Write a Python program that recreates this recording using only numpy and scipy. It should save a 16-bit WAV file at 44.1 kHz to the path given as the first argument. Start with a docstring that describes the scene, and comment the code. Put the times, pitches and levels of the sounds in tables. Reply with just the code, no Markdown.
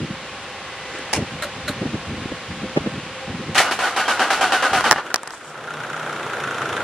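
"""Outdoors, under an open bonnet, a four-cylinder diesel is started while a breeze puffs on the microphone.
Ignition actuators clack as bursts of micro-impacts; the starter's gear teeth grind through ten compressions.
The engine catches; the microphone's case is knocked as it is swung round, and the level sinks.
Then the idle swells up: blows at each firing excite the block, over a drone on multiples of the firing rate.
Noise-like sources are random impacts shaped by a body's spectrum and resonances; whines are wavering sines."""
import sys
import numpy as np
from scipy import signal
from scipy.fft import rfft, irfft
from scipy.io import wavfile
from scipy.ndimage import uniform_filter1d

SR = 44100
rng = np.random.default_rng(int(sys.argv[2]) if len(sys.argv) > 2 else 0)


def transcribe(u):
    """Save the signal u as a 16-bit wav file named by the first command-line argument.

    u: samples, shape (n,) or (channels, n), limited to [-1, 1]; the rate is SR.
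    q: integer samples, one column per channel.
    """
    v = np.clip(np.atleast_2d(u).T, -1, 1)
    q = np.round(v * 32767).astype(np.int16)
    wavfile.write(sys.argv[1], SR, q)


N = 301203

# Every *_COLOUR is a relative spectral density: (frequency [Hz], density [dB per Hz])
# Every *_MODES is a set of resonances: (frequency [Hz], width [Hz], height above the colour [dB])
# Levels within a source are relative where that source adds its own gain.

# stereo width before each source's offset: (frequency [Hz], side minus mid [dB])
STEREO_WIDTH = [(100, -86), (650, -49.5), (1290, -26.5), (2380, -9.5), (4400, -3), (8000, 3.5),
                (11000, 8.5), (15000, 16.5)]
CUTOFF_HZ = 15900

# outdoor hiss: (time [s], level [dB])
AIR_LEVEL = [(0, -34), (.7, -33.5), (1.0, -32.5), (1.3, -33), (3.1, -33.5), (4.9, -34), (5.03, -43.5),
             (5.4, -45.5), (6.83, -48)]
# spectrum of the hiss: (frequency [Hz], density [dB per Hz])
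AIR_COLOUR = [(25, -26), (70, -4), (250, -3), (520, -4), (700, -3.5), (1100, -2), (1700, -2), (2900, -4.5),
              (4000, -10), (7000, -22), (10000, -29), (14000, -62)]
# faint hums in the hiss: (frequency [Hz], width [Hz], height [dB])
AIR_MODES = [(521, 20, 13.4), (796, 10.6, 11), (1085, 35, 5.3)]
# thin whine: (time [s], level [dB])
WHINE_LEVEL = [(.55, -69.5), (.72, -44.5), (1.05, -47), (1.25, -75)]

# gusts of wind on the microphone: (time [s], level [dB], hold [s])
GUSTS = [(0, -32.5, 0.049), (1.23, -39, 0.18), (1.532, -36, 0.46), (2.066, -28.5, 0.1), (2.479, -32, 0.13),
         (2.795, -33, 0.16), (3.267, -32.5, 0.22), (4.707, -34, 0.055)]
GUST_RISE_S, GUST_DECAY_S = 0.01, 0.12
# the hardest eddies: (time [s], level [dB], half length [s])
EDDIES = [(0.01, -25.5, 0.031), (0.107, -25, 0.0094), (1.185, -19, 0.013), (1.222, -22, 0.016),
          (1.707, -24, 0.011), (1.825, -19.5, 0.012), (1.864, -19.5, 0.012), (1.947, -20, 0.017),
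          (2.26, -21, 0.005), (2.323, -21, 0.0042), (2.645, -23.5, 0.013), (2.775, -11.5, 0.01),
          (2.869, -16.5, 0.011), (3.303, -25, 0.009), (3.35, -26, 0.009), (3.405, -28, 0.012),
          (3.497, -24, 0.012)]
# spectrum of the turbulence: (frequency [Hz], density [dB per Hz])
WIND_COLOUR = [(20, -66), (45, -9), (90, 3.5), (160, 5.5), (300, 2.5), (700, -0.5), (2000, -5)]

# soft rustle before the first clack: (time [s], level [dB])
RUSTLE_LEVEL = [(.8, -67), (.95, -32.5), (1.03, -40), (1.12, -69)]
# spectrum of the rustle: (frequency [Hz], density [dB per Hz])
RUSTLE_COLOUR = [(110, -27), (300, -3), (520, -1), (800, -19), (1500, -3), (3000, -19), (7500, -26),
                 (13000, -58)]
# relay and flap of the ignition: (time [s], relative level [dB], hold [s], decay [s])
RELAY_CLACKS = [(1.1301, -16, 0.0046, 0.0055), (1.134, -14.5, .002, 0.0082), (1.142, -21.5, 0.0022, 0.0069),
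                (1.1493, -20.5, 0.0034, 0.007), (1.16, -21.5, 0.0029, 0.016)]
# spectrum of relay and flap: (frequency [Hz], density [dB per Hz])
RELAY_COLOUR = [(300, -7.5), (500, -4), (1000, 5), (1290, -6), (1750, 0.5), (2700, 0), (3700, -10),
                (5300, -6), (9500, -12), (15000, -44)]
# resonances of relay and flap: (frequency [Hz], width [Hz], height [dB])
RELAY_MODES = [(380, 200, 8.5), (2750, 130, 3), (5350, 130, 6.5)]
# valve rattling on its stop: (time [s], level [dB])
VALVE_RATTLES = [(1.4215, -23), (1.6776, -23)]
VALVE_HOLD_S, VALVE_DECAY_S = 0.016, 0.015
# spectrum of the valve: (frequency [Hz], density [dB per Hz])
VALVE_COLOUR = [(300, -36), (580, 5.5), (850, -11), (1450, 10.5), (2300, -3), (3300, -6.5), (4150, -0.5),
                (4700, -13), (8000, -11), (12000, -16), (15000, -43)]
# resonances of the valve: (frequency [Hz], width [Hz], height [dB])
VALVE_MODES = [(580, 22, 15), (4060, 330, 6.5)]

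# knocks on the microphone's case: (time [s], thud level [dB], tick level [dB], thud decay [s]), levels relative
CASE_KNOCKS = [(4.808, -10.5, -23.5, .003), (4.911, 5.5, -4, 0.002), (4.9202, -5.5, -12.5, 0.0017),
               (4.9268, -6, -18, 0.007), (4.96, -16, -45, 0.011), (4.9811, -16.5, -35, 0.022),
               (5.1424, -8.5, -9.5, 0.0019), (5.159, -18, -17.5, 0.0027), (5.233, -26, -39, .003),
               (5.2742, -26.5, -30.5, .008), (5.306, -24, -33, 0.0024), (5.336, -29, -50, .004)]
# spectrum of the hollow thuds: (frequency [Hz], density [dB per Hz])
THUD_COLOUR = [(40, -13), (200, -1), (550, 3), (800, 8), (1050, 10.5), (1400, 4.5), (1800, 6.5),
               (2400, -11), (6000, -52)]
# spectrum of the sharp ticks: (frequency [Hz], density [dB per Hz])
TICK_COLOUR = [(1000, -41), (2500, 3), (3800, 2), (5300, 7.5), (7000, -5), (11000, -9.5), (15500, -30)]
# small dry ticks: (time [s], level [dB])
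DRY_TICKS = [(.9885, -38), (5.2325, -31), (5.2772, -30.5), (5.307, -43)]
# spectrum of the dry ticks: (frequency [Hz], density [dB per Hz])
DRY_TICK_COLOUR = [(3000, -20), (8500, 14), (15000, -27)]
# fingers sliding on the case: (time [s], level [dB])
SLIDE_LEVEL = [(5.29, -60), (5.33, -44), (5.41, -55), (5.49, -47), (5.55, -61)]
# spectrum of the slide: (frequency [Hz], density [dB per Hz])
SLIDE_COLOUR = [(3000, -8), (7000, -5), (7900, -2), (8800, -9), (15500, -37)]

# pinion crashing into the ring gear: (time [s], relative level [dB], hold [s], relative treble level [dB])
CLASHES = [(3.546, -33, 0.004, -22), (3.5525, -14, 0.025, -20.5), (3.5778, -14.5, 0.005, -10),
           (3.6, -10, 0.0032, -23), (3.71, -17, 0.0088, -21)]
# compressions forced by the starter: (time [s], relative level [dB], hold [s], relative treble level [dB])
STROKES = [(3.789, -18, 0.09, -26), (3.962, -16.5, 0.043, -23.5), (4.079, -15, 0.034, -22.5),
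           (4.193, -14, 0.04, -24.5), (4.303, -15, 0.03, -21), (4.409, -14.5, 0.033, -22),
           (4.52, -12, 0.027, -21.5), (4.623, -14, 0.039, -24.5), (4.73, -15, 0.048, -22.5),
           (4.84, -13.5, 0.044, -24.5)]
# teeth running between surges: (time [s], relative level [dB])
GEARS_LEVEL = [(3.54, -81), (3.56, -24), (3.68, -18), (3.78, -31), (4.0, -24.5), (4.5, -19.5),
               (4.93, -26.5), (5.0, -22), (5.06, -67)]
# spectrum of the loaded bell housing: (frequency [Hz], density [dB per Hz])
HOUSING_COLOUR = [(40, -35), (100, -33), (250, -4.5), (550, -1), (800, 4), (1080, -1), (1450, 2.5),
                  (1900, -4.5), (2300, -11.5), (2800, -5), (3600, -12), (6000, -21), (10000, -33.5),
                  (15000, -78)]
# ringing of the bell housing: (frequency [Hz], width [Hz], height [dB])
HOUSING_MODES = [(1018, 16, 8), (1178, 20, 7.5), (1238, 20, 8), (1329, 18, 6), (1437, 42, 6), (1625, 36, 5),
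                 (2890, 60, 3), (3171, 60, 3.5), (4268, 40, 6), (4469, 54, 4)]
# spectrum of the bright grinding: (frequency [Hz], density [dB per Hz])
GRIND_COLOUR = [(900, -31), (1800, 12.5), (2800, 5.5), (3600, 1.5), (4300, 2), (5500, -1.5), (7500, -5.5),
                (10000, -9), (13000, -21.5), (15500, -66)]
# squeaks of the starter: (time [s], relative level [dB], hold [s], decay [s])
SQUEAKS = [(4.052, -30, 0.022, 0.012)]
# nominal tooth rate: on engaging, running free, at the start of each compression
ENGAGE_HZ, FREE_HZ, MESH_HZ = 720, 770, 795
# share of speed lost to a compression before smoothing; share of the stroke at which it is slowest
SAG_SHARE, SLOWEST_SHARE = .105, .6
PINION_TEETH = 10
# whine of the loaded teeth: (multiple of the tooth rate, level against the load [dB], lag behind the load [s])
GEAR_WHINE = [(1, -11, 0.0013), (2, -12.5, 0.023)]

# reference loudness of the running engine: (time [s], level [dB])
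IDLE_LEVEL = [(5.0, -42), (5.06, -32.5), (5.095, -35), (5.2, -42), (5.3, -44), (5.39, -44), (5.55, -38),
              (5.8, -33), (6.1, -30), (6.83, -27.5)]
# engine speed once it has caught: (time [s], rate [firings per s])
FIRING_RATE = [(5.336, 25.96), (5.53, 31.01), (5.98, 30.79), (6.4, 28.42), (6.83, 26.34)]
CATCH_S = 5.0648
DRONE_START_S, DRONE_RISE_S = 5.46, 0.018
DRONE_DB = -11.5  # against the engine's loudness
# mean strengths in the intake drone: (multiple of the firing rate, relative level [dB])
INTAKE_ORDERS = [(3, -17), (4, -7), (5, 0), (7, -12)]
# offsets of the cylinders in firing order: (knock [dB], second clack [dB], injector [dB])
CYLINDERS = [(-2, -3, 0), (2.5, 3.5, 1), (1, 0.5, 0), (-3.5, -3, 0.5)]
KNOCK_DB, SLAP_DB = 9.0, 5.5  # combustion knock and second clack against the loudness, before cylinder offsets
# loose parts rattling after each blow, level against the blow
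RATTLE_DB, RATTLE_HOLD_S, RATTLE_DECAY_S = -6.0, .003, .0035
# spectrum of the struck block: (frequency [Hz], density [dB per Hz])
BLOCK_COLOUR = [(300, -36), (800, -4.5), (1400, -1), (2200, -7.5), (3000, -23), (3700, -20.5), (4500, -34),
                (9000, -42), (15000, -73)]
# broad ring of the block: (frequency [Hz], width [Hz], height [dB])
BLOCK_MODES = [(1410, 110, 11), (1570, 110, 6)]
# spectrum of the injectors: (frequency [Hz], density [dB per Hz])
INJECTOR_COLOUR = [(1500, -6.5), (2500, 10.5), (3600, 9), (4400, -7), (5500, -1), (6800, -1.5),
                   (8000, -7.5), (11000, -9.5), (15000, -44)]
# resonances of the injectors: (frequency [Hz], width [Hz], height [dB])
INJECTOR_MODES = [(5650, 260, 5), (6840, 400, 4)]
# spectrum of the running gear: (frequency [Hz], density [dB per Hz])
RUNNING_COLOUR = [(50, -71), (115, -12), (260, -4.5), (470, 1), (850, -2), (1100, -3.5), (1400, -1),
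                  (2200, -10), (3600, -15), (4500, -22.5), (10500, -32.5), (15000, -56)]
# the block humming on between firings: (frequency [Hz], width [Hz], height [dB])
RUNNING_MODES = [(1340, 150, 4)]


def from_db(db):
    """Logarithmic scale: twenty decibels are a tenfold amplitude."""
    return 10 ** (np.asarray(db) / 20)


def in_time(rows):
    """Linear interpolation: each column of a curve at every sample."""
    s, *columns = np.transpose(rows)
    return [np.interp(np.arange(N) / SR, s, column) for column in columns]


def level(rows):
    """Envelope: a dB curve as amplitude gain at every sample."""
    return from_db(in_time(rows)[0])


def at_hz(points, hz):
    """Spectral envelope: dB interpolated on a log-frequency axis."""
    f, db = np.transpose(points)
    return np.interp(np.log(hz + 1), np.log(f), db)


def causal_filter(x, gain):
    """Minimum phase: a body with this gain per frequency rings only after it is excited."""
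    cepstrum = irfft(np.log(gain + 1e-7))
    half = len(cepstrum) // 2
    # folding the cepstrum onto positive time gives minimum phase
    cepstrum[1:half] *= 2
    cepstrum[half + 1:] = 0
    impulse_response = irfft(np.exp(rfft(cepstrum)))
    return signal.fftconvolve(x, impulse_response)[:N]


def drift(rate, count=4000):
    """Low-passed noise: smooth chance with spread 1, changing about `rate` times a second."""
    pole = np.exp(-2 * np.pi * rate * 20 / SR)
    noise = rng.standard_normal(N // 20 + 2 + count)
    slow = signal.lfilter([1], [1, -2 * pole, pole * pole], noise)[count:]  # drop the settling time
    return np.interp(np.arange(N) / 20, np.arange(len(slow)), slow / slow.std())


def radiate(force, colour, modes=(), blows=0., grain_db=0., width_db=0., size=8192):
    """Source and resonator: micro-impacts of rms `force` and single blows excite a body, in stereo."""
    hz = np.arange(size // 2 + 1) * SR / size
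    gain = from_db(at_hz(colour, hz))
    for centre, width, db in modes:
        resonance = (from_db(db) ** 2 - 1) / (1 + (2 * (hz - centre) / width) ** 2)
        gain = gain * np.sqrt(1 + resonance)
    gain = gain / np.sqrt(np.mean(gain ** 2))
    grains = from_db(grain_db * drift(260))
    grains = grains / np.sqrt(np.mean(grains ** 2))
    impacts = force * grains * rng.standard_normal((2, N))
    side_gain = gain * from_db(at_hz(STEREO_WIDTH, hz) + width_db)
    mid = causal_filter(impacts[0] + blows, gain)
    side = causal_filter(impacts[1] + blows * rng.choice([-1, 1], N), side_gain)
    return np.array([mid + side, mid - side])


def bursts(rows, rise):
    """Addition of powers: bursts (time [s], level [dB], hold [s], decay [s]) rise, hold and die away."""
    power = np.zeros(N)
    for s, db, hold, decay in rows:
        start = int(s * SR)
        t = np.arange(min(int((rise + hold + 10 * decay) * SR), N - start)) / SR
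        fall = np.exp(-np.maximum(t - hold, 0) / decay)
        power[start:start + len(t)] += (from_db(db) * np.minimum(t / rise, 1) * fall) ** 2
    return np.sqrt(power)


def clicks(rows):
    """Impulse: each blow (time [s], level [dB]) has the energy of a millisecond at that level."""
    out = np.zeros(N)
    for s, db in rows:
        out[int(s * SR)] += from_db(db) * np.sqrt(SR / 1000)
    return out


def tone(hz, waver_hz):
    """Frequency modulation: a sine of rms 1 whose pitch wavers."""
    cycles = np.cumsum(hz + waver_hz * drift(9.0)) / SR
    return np.sqrt(2) * np.sin(2 * np.pi * cycles)


def outdoors(whine_hz=2010):
    """Broadband noise with weak resonances: even hiss, the hums of distant machinery and a thin whine."""
    hiss = radiate(level(AIR_LEVEL), AIR_COLOUR, AIR_MODES, grain_db=0.5, width_db=1.5)
    return hiss + level(WHINE_LEVEL) * tone(whine_hz, waver_hz=8.5)


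def wind(soft_db=-27, soft_top_hz=330, db_per_octave=14, gust_top_hz=320,
         lumpy_db=3.0, lumps_per_s=22, eddy_span=5.7):
    """Turbulence: gusts are lumpy and low; a hard eddy is one short lump, and harder ones reach higher."""
    turbulence = radiate(1, WIND_COLOUR, width_db=34.0)
    low_pass = signal.butter(4, gust_top_hz, fs=SR, output="sos")
    rumble = signal.sosfilt(low_pass, turbulence) * from_db(lumpy_db * drift(lumps_per_s))
    gusts = bursts([(s, db, hold, GUST_DECAY_S) for s, db, hold in GUSTS], rise=GUST_RISE_S)
    out = gusts * rumble / rumble.std()
    for s, db, half in EDDIES:
        span = np.arange(max(int((s - 4 * half) * SR), 0), int((s + 4 * half) * SR))
        swell = 1 / np.cosh((span / SR - s) / half * np.pi / 2)
        top_hz = soft_top_hz * 2 ** (max(db - soft_db, 0) / db_per_octave)
        band_pass = signal.butter(3, [top_hz / eddy_span, top_hz], "band", fs=SR, output="sos")
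        eddy = swell * signal.sosfilt(band_pass, turbulence[:, span])
        out[:, span] += from_db(db) * eddy * np.sqrt(np.mean(swell ** 2) / np.mean(eddy ** 2))
    return out


def ignition(snap_db=-11.0, chatter_db=-2.5):
    """Impact and rebound: after a rustle a relay and flap clack and bounce; a valve rattles on its stop twice."""
    rustle = radiate(level(RUSTLE_LEVEL), RUSTLE_COLOUR, grain_db=-2.0)
    snaps = clicks([(s + 0.0014, db + snap_db) for s, db, hold, decay in RELAY_CLACKS])
    chatter = from_db(chatter_db) * bursts(RELAY_CLACKS, rise=0.00088)
    relay = radiate(chatter, RELAY_COLOUR, RELAY_MODES, snaps, grain_db=2.0, width_db=1.0)
    # the valve meets its stop at both ends of each rattle
    stops = clicks([(s + late, db - 10) for s, db in VALVE_RATTLES for late in (.001, VALVE_HOLD_S)])
    rattle = bursts([(s, db, VALVE_HOLD_S, VALVE_DECAY_S) for s, db in VALVE_RATTLES], rise=0.0012)
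    valve = radiate(rattle, VALVE_COLOUR, VALVE_MODES, stops, grain_db=2.0, width_db=-3.0)
    return rustle + relay + valve


def handling(tick_decay=0.0014, scuff_db=-38, scuff_hold=0.0099, scuff_decay=0.015, blow_db=0.0, buzz_db=-5.0):
    """Contact and friction: each knock on the case ticks, thuds and scuffs; dry ticks and a finger slide join."""
    blows = clicks([(s + .0003, db + blow_db) for s, db, tick, decay in CASE_KNOCKS])
    thuds = bursts([(s, db + buzz_db, .001, decay) for s, db, tick, decay in CASE_KNOCKS], rise=.0001)
    ticks = bursts([(s, tick, .0006, tick_decay) for s, db, tick, decay in CASE_KNOCKS], rise=.0001)
    scuffs = bursts([(s, scuff_db, scuff_hold, scuff_decay) for s, *_ in CASE_KNOCKS], rise=.002)
    hollow = radiate(np.hypot(thuds, scuffs), THUD_COLOUR, blows=blows, width_db=6.5)
    sharp = radiate(ticks, TICK_COLOUR, width_db=1.5)
    dry_ticks = radiate(0, DRY_TICK_COLOUR, blows=clicks(DRY_TICKS), width_db=-1.0)
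    slide = radiate(level(SLIDE_LEVEL), SLIDE_COLOUR, grain_db=2.0)
    return hollow + sharp + dry_ticks + slide


def mesh_rate(lag=0.0046):
    """Load torque: the starter spins up, is dragged down by each compression and recovers before the next."""
    starts = np.array(STROKES)[:, 0] + lag
    lengths = np.gradient(starts)
    tops = [(GEARS_LEVEL[0][0], ENGAGE_HZ), (starts[0], FREE_HZ)]
    tops += [(s, MESH_HZ) for s in [*starts[1:], starts[-1] + lengths[-1]]]
    dips = [(s, MESH_HZ * (1 - SAG_SHARE)) for s in starts + SLOWEST_SHARE * lengths]
    return uniform_filter1d(in_time(sorted(tops + dips))[0], size=600)


def gear_mesh(uneven=.45, wobble=.6, flutter=.012):
    """Periodic impact, rms 1: one blow per tooth; the pinion runs out of true, so blows swell once a turn."""
    teeth = np.cumsum(mesh_rate() * (1 + flutter * drift(60))) / SR
    run_out = wobble * np.sin(2 * np.pi * teeth / PINION_TEETH)
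    strength = 1 + run_out + uneven * rng.standard_normal(N)
    impacts = np.diff(np.floor(teeth), prepend=0) * strength
    return (impacts - impacts.mean()) / impacts.std()


def gear_whine(decay):
    """Harmonics of meshing: loaded teeth sing on the tooth rate and its octave, following the speed."""
    t, rate = np.arange(N) / SR, mesh_rate()
    load = bursts([(s, db, hold, decay) for s, db, hold, treble in STROKES], rise=.003)
    out = np.zeros(N)
    for k, db, lag in GEAR_WHINE:
        unsteady = tone(k * rate, waver_hz=9) * from_db(2.5 * drift(40))
        out += from_db(db) * np.interp(t - lag, t, load) * unsteady
    return out


def shifting(x, modes, depth_db, rate, spread=2):
    """Modal excitation: the contact point moves, so each resonance comes and goes on its own."""
    for centre, width, db in modes:
        band = signal.lfilter(*signal.iirpeak(centre, centre / (spread * width), fs=SR), x)
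        swing = from_db(depth_db * np.clip(drift(rate), -2, 2))
        x = x + band * (swing / np.sqrt(np.mean(swing ** 2)) - 1)
    return x


def starter(squeak_hz=3160, load_decay=0.02, grind_decay=0.048, clash_decay=0.037,
            take_up_db=0.0, rattle_db=-4.0, grind_db=-3.5):
    """Gear backlash: each surge takes it up with a clack; loaded teeth whine, rattle the housing and grind."""
    surges = bursts([(s, db, hold, load_decay) for s, db, hold, treble in CLASHES + STROKES], rise=.003)
    load = from_db(rattle_db) * np.hypot(surges, level(GEARS_LEVEL))
    stroke_grind = bursts([(s, treble, hold, grind_decay) for s, db, hold, treble in STROKES], rise=0.0016)
    clash_grind = bursts([(s, treble, hold, clash_decay) for s, db, hold, treble in CLASHES], rise=0.0013)
    grind = from_db(grind_db) * np.hypot(stroke_grind, clash_grind)
    take_up = clicks([(s + 0.00187, db + take_up_db) for s, db, hold, treble in CLASHES + STROKES])
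    teeth = from_db(-7) * gear_mesh()
    squeak = bursts(SQUEAKS, rise=0.0049) * tone(squeak_hz, waver_hz=40) * from_db(3 * drift(150))
    housing = radiate(load, HOUSING_COLOUR, HOUSING_MODES, take_up + load * teeth, grain_db=0.5, width_db=-0.5)
    grinding = radiate(grind, GRIND_COLOUR, blows=grind * teeth, grain_db=0.5, width_db=-1.0)
    body = shifting(housing + grinding, HOUSING_MODES, depth_db=3, rate=14)
    return body + gear_whine(load_decay) + squeak


def firing_count():
    """Integration of speed: firings since the engine caught, at every sample."""
    turned = np.cumsum(in_time(FIRING_RATE)[0]) / SR
    return turned - turned[int(CATCH_S * SR)]


def firings(jitter_s=.0004, uneven_db=1.5):
    """Cyclic variation: firings come a little unevenly, as rows (time [s], level [dB])."""
    count = firing_count()
    k = np.arange(int(count[-1]) + 1)
    s = np.searchsorted(count, k) / SR
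    late, hard = rng.standard_normal((len(k), 2)).T
    loudness = np.interp(s, *np.transpose(IDLE_LEVEL))
    return list(zip(s + jitter_s * late, loudness + uneven_db * hard))


def intake():
    """Harmonic series: the intake duct drones unevenly on low multiples of the firing rate."""
    phase = 2 * np.pi * firing_count()
    onset = np.clip((np.arange(N) / SR - DRONE_START_S) / DRONE_RISE_S, 0, 1)
    orders = np.zeros(N)
    for k, db in INTAKE_ORDERS:
        orders += from_db(db + 4 * drift(12)) * np.sin(k * phase + .5 * drift(12))
    return from_db(DRONE_DB) * level(IDLE_LEVEL) * onset * orders


def engine(slap_delay=.012, injector_db=-6.5, running_db=0.6, lead=0.0031):
    """Impulsive excitation: injectors tick, combustion knocks, a clack follows; belts, fan and valves run on."""
    fired = firings()
    chance = rng.standard_normal((len(fired), 3))
    knocks, slaps, needles = [], [], []
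    for k, ((s, db), (late, hard, sharp)) in enumerate(zip(fired, chance)):
        knock, slap, needle = CYLINDERS[k % len(CYLINDERS)]
        knocks.append((s + .001, db + KNOCK_DB + knock))
        slaps.append((s + slap_delay + late / 2000, db + SLAP_DB + slap + hard / 2))
        needles.append((s - lead, db + injector_db + needle + sharp))
    loose = [(s, db + RATTLE_DB, RATTLE_HOLD_S, RATTLE_DECAY_S) for s, db in knocks + slaps]
    rattle = bursts(loose, rise=0.00074)
    ticks = bursts([(s, db, .004, .008) for s, db in needles], rise=0.0015)
    block = radiate(rattle, BLOCK_COLOUR, BLOCK_MODES, clicks(knocks + slaps), width_db=9.5)
    injectors = radiate(ticks, INJECTOR_COLOUR, INJECTOR_MODES, grain_db=1.0, width_db=-7.0)
    started = np.arange(N) / SR > IDLE_LEVEL[0][0]
    running = from_db(running_db) * level(IDLE_LEVEL) * started
    return block + injectors + radiate(running, RUNNING_COLOUR, RUNNING_MODES, width_db=0.0)


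def scene():
    """Superposition: everything heard at the edge of the engine bay."""
    return outdoors() + wind() + ignition() + handling() + starter() + intake() + engine()


def record(dry):
    """Overload and band limit: the loudest peaks clip, then a steep low-pass cuts the top."""
    low_pass = signal.ellip(10, .1, 80, CUTOFF_HZ, fs=SR, output="sos")
    return signal.sosfilt(low_pass, np.clip(dry, -1, 1))


dry = scene()
out = record(dry)
transcribe(out)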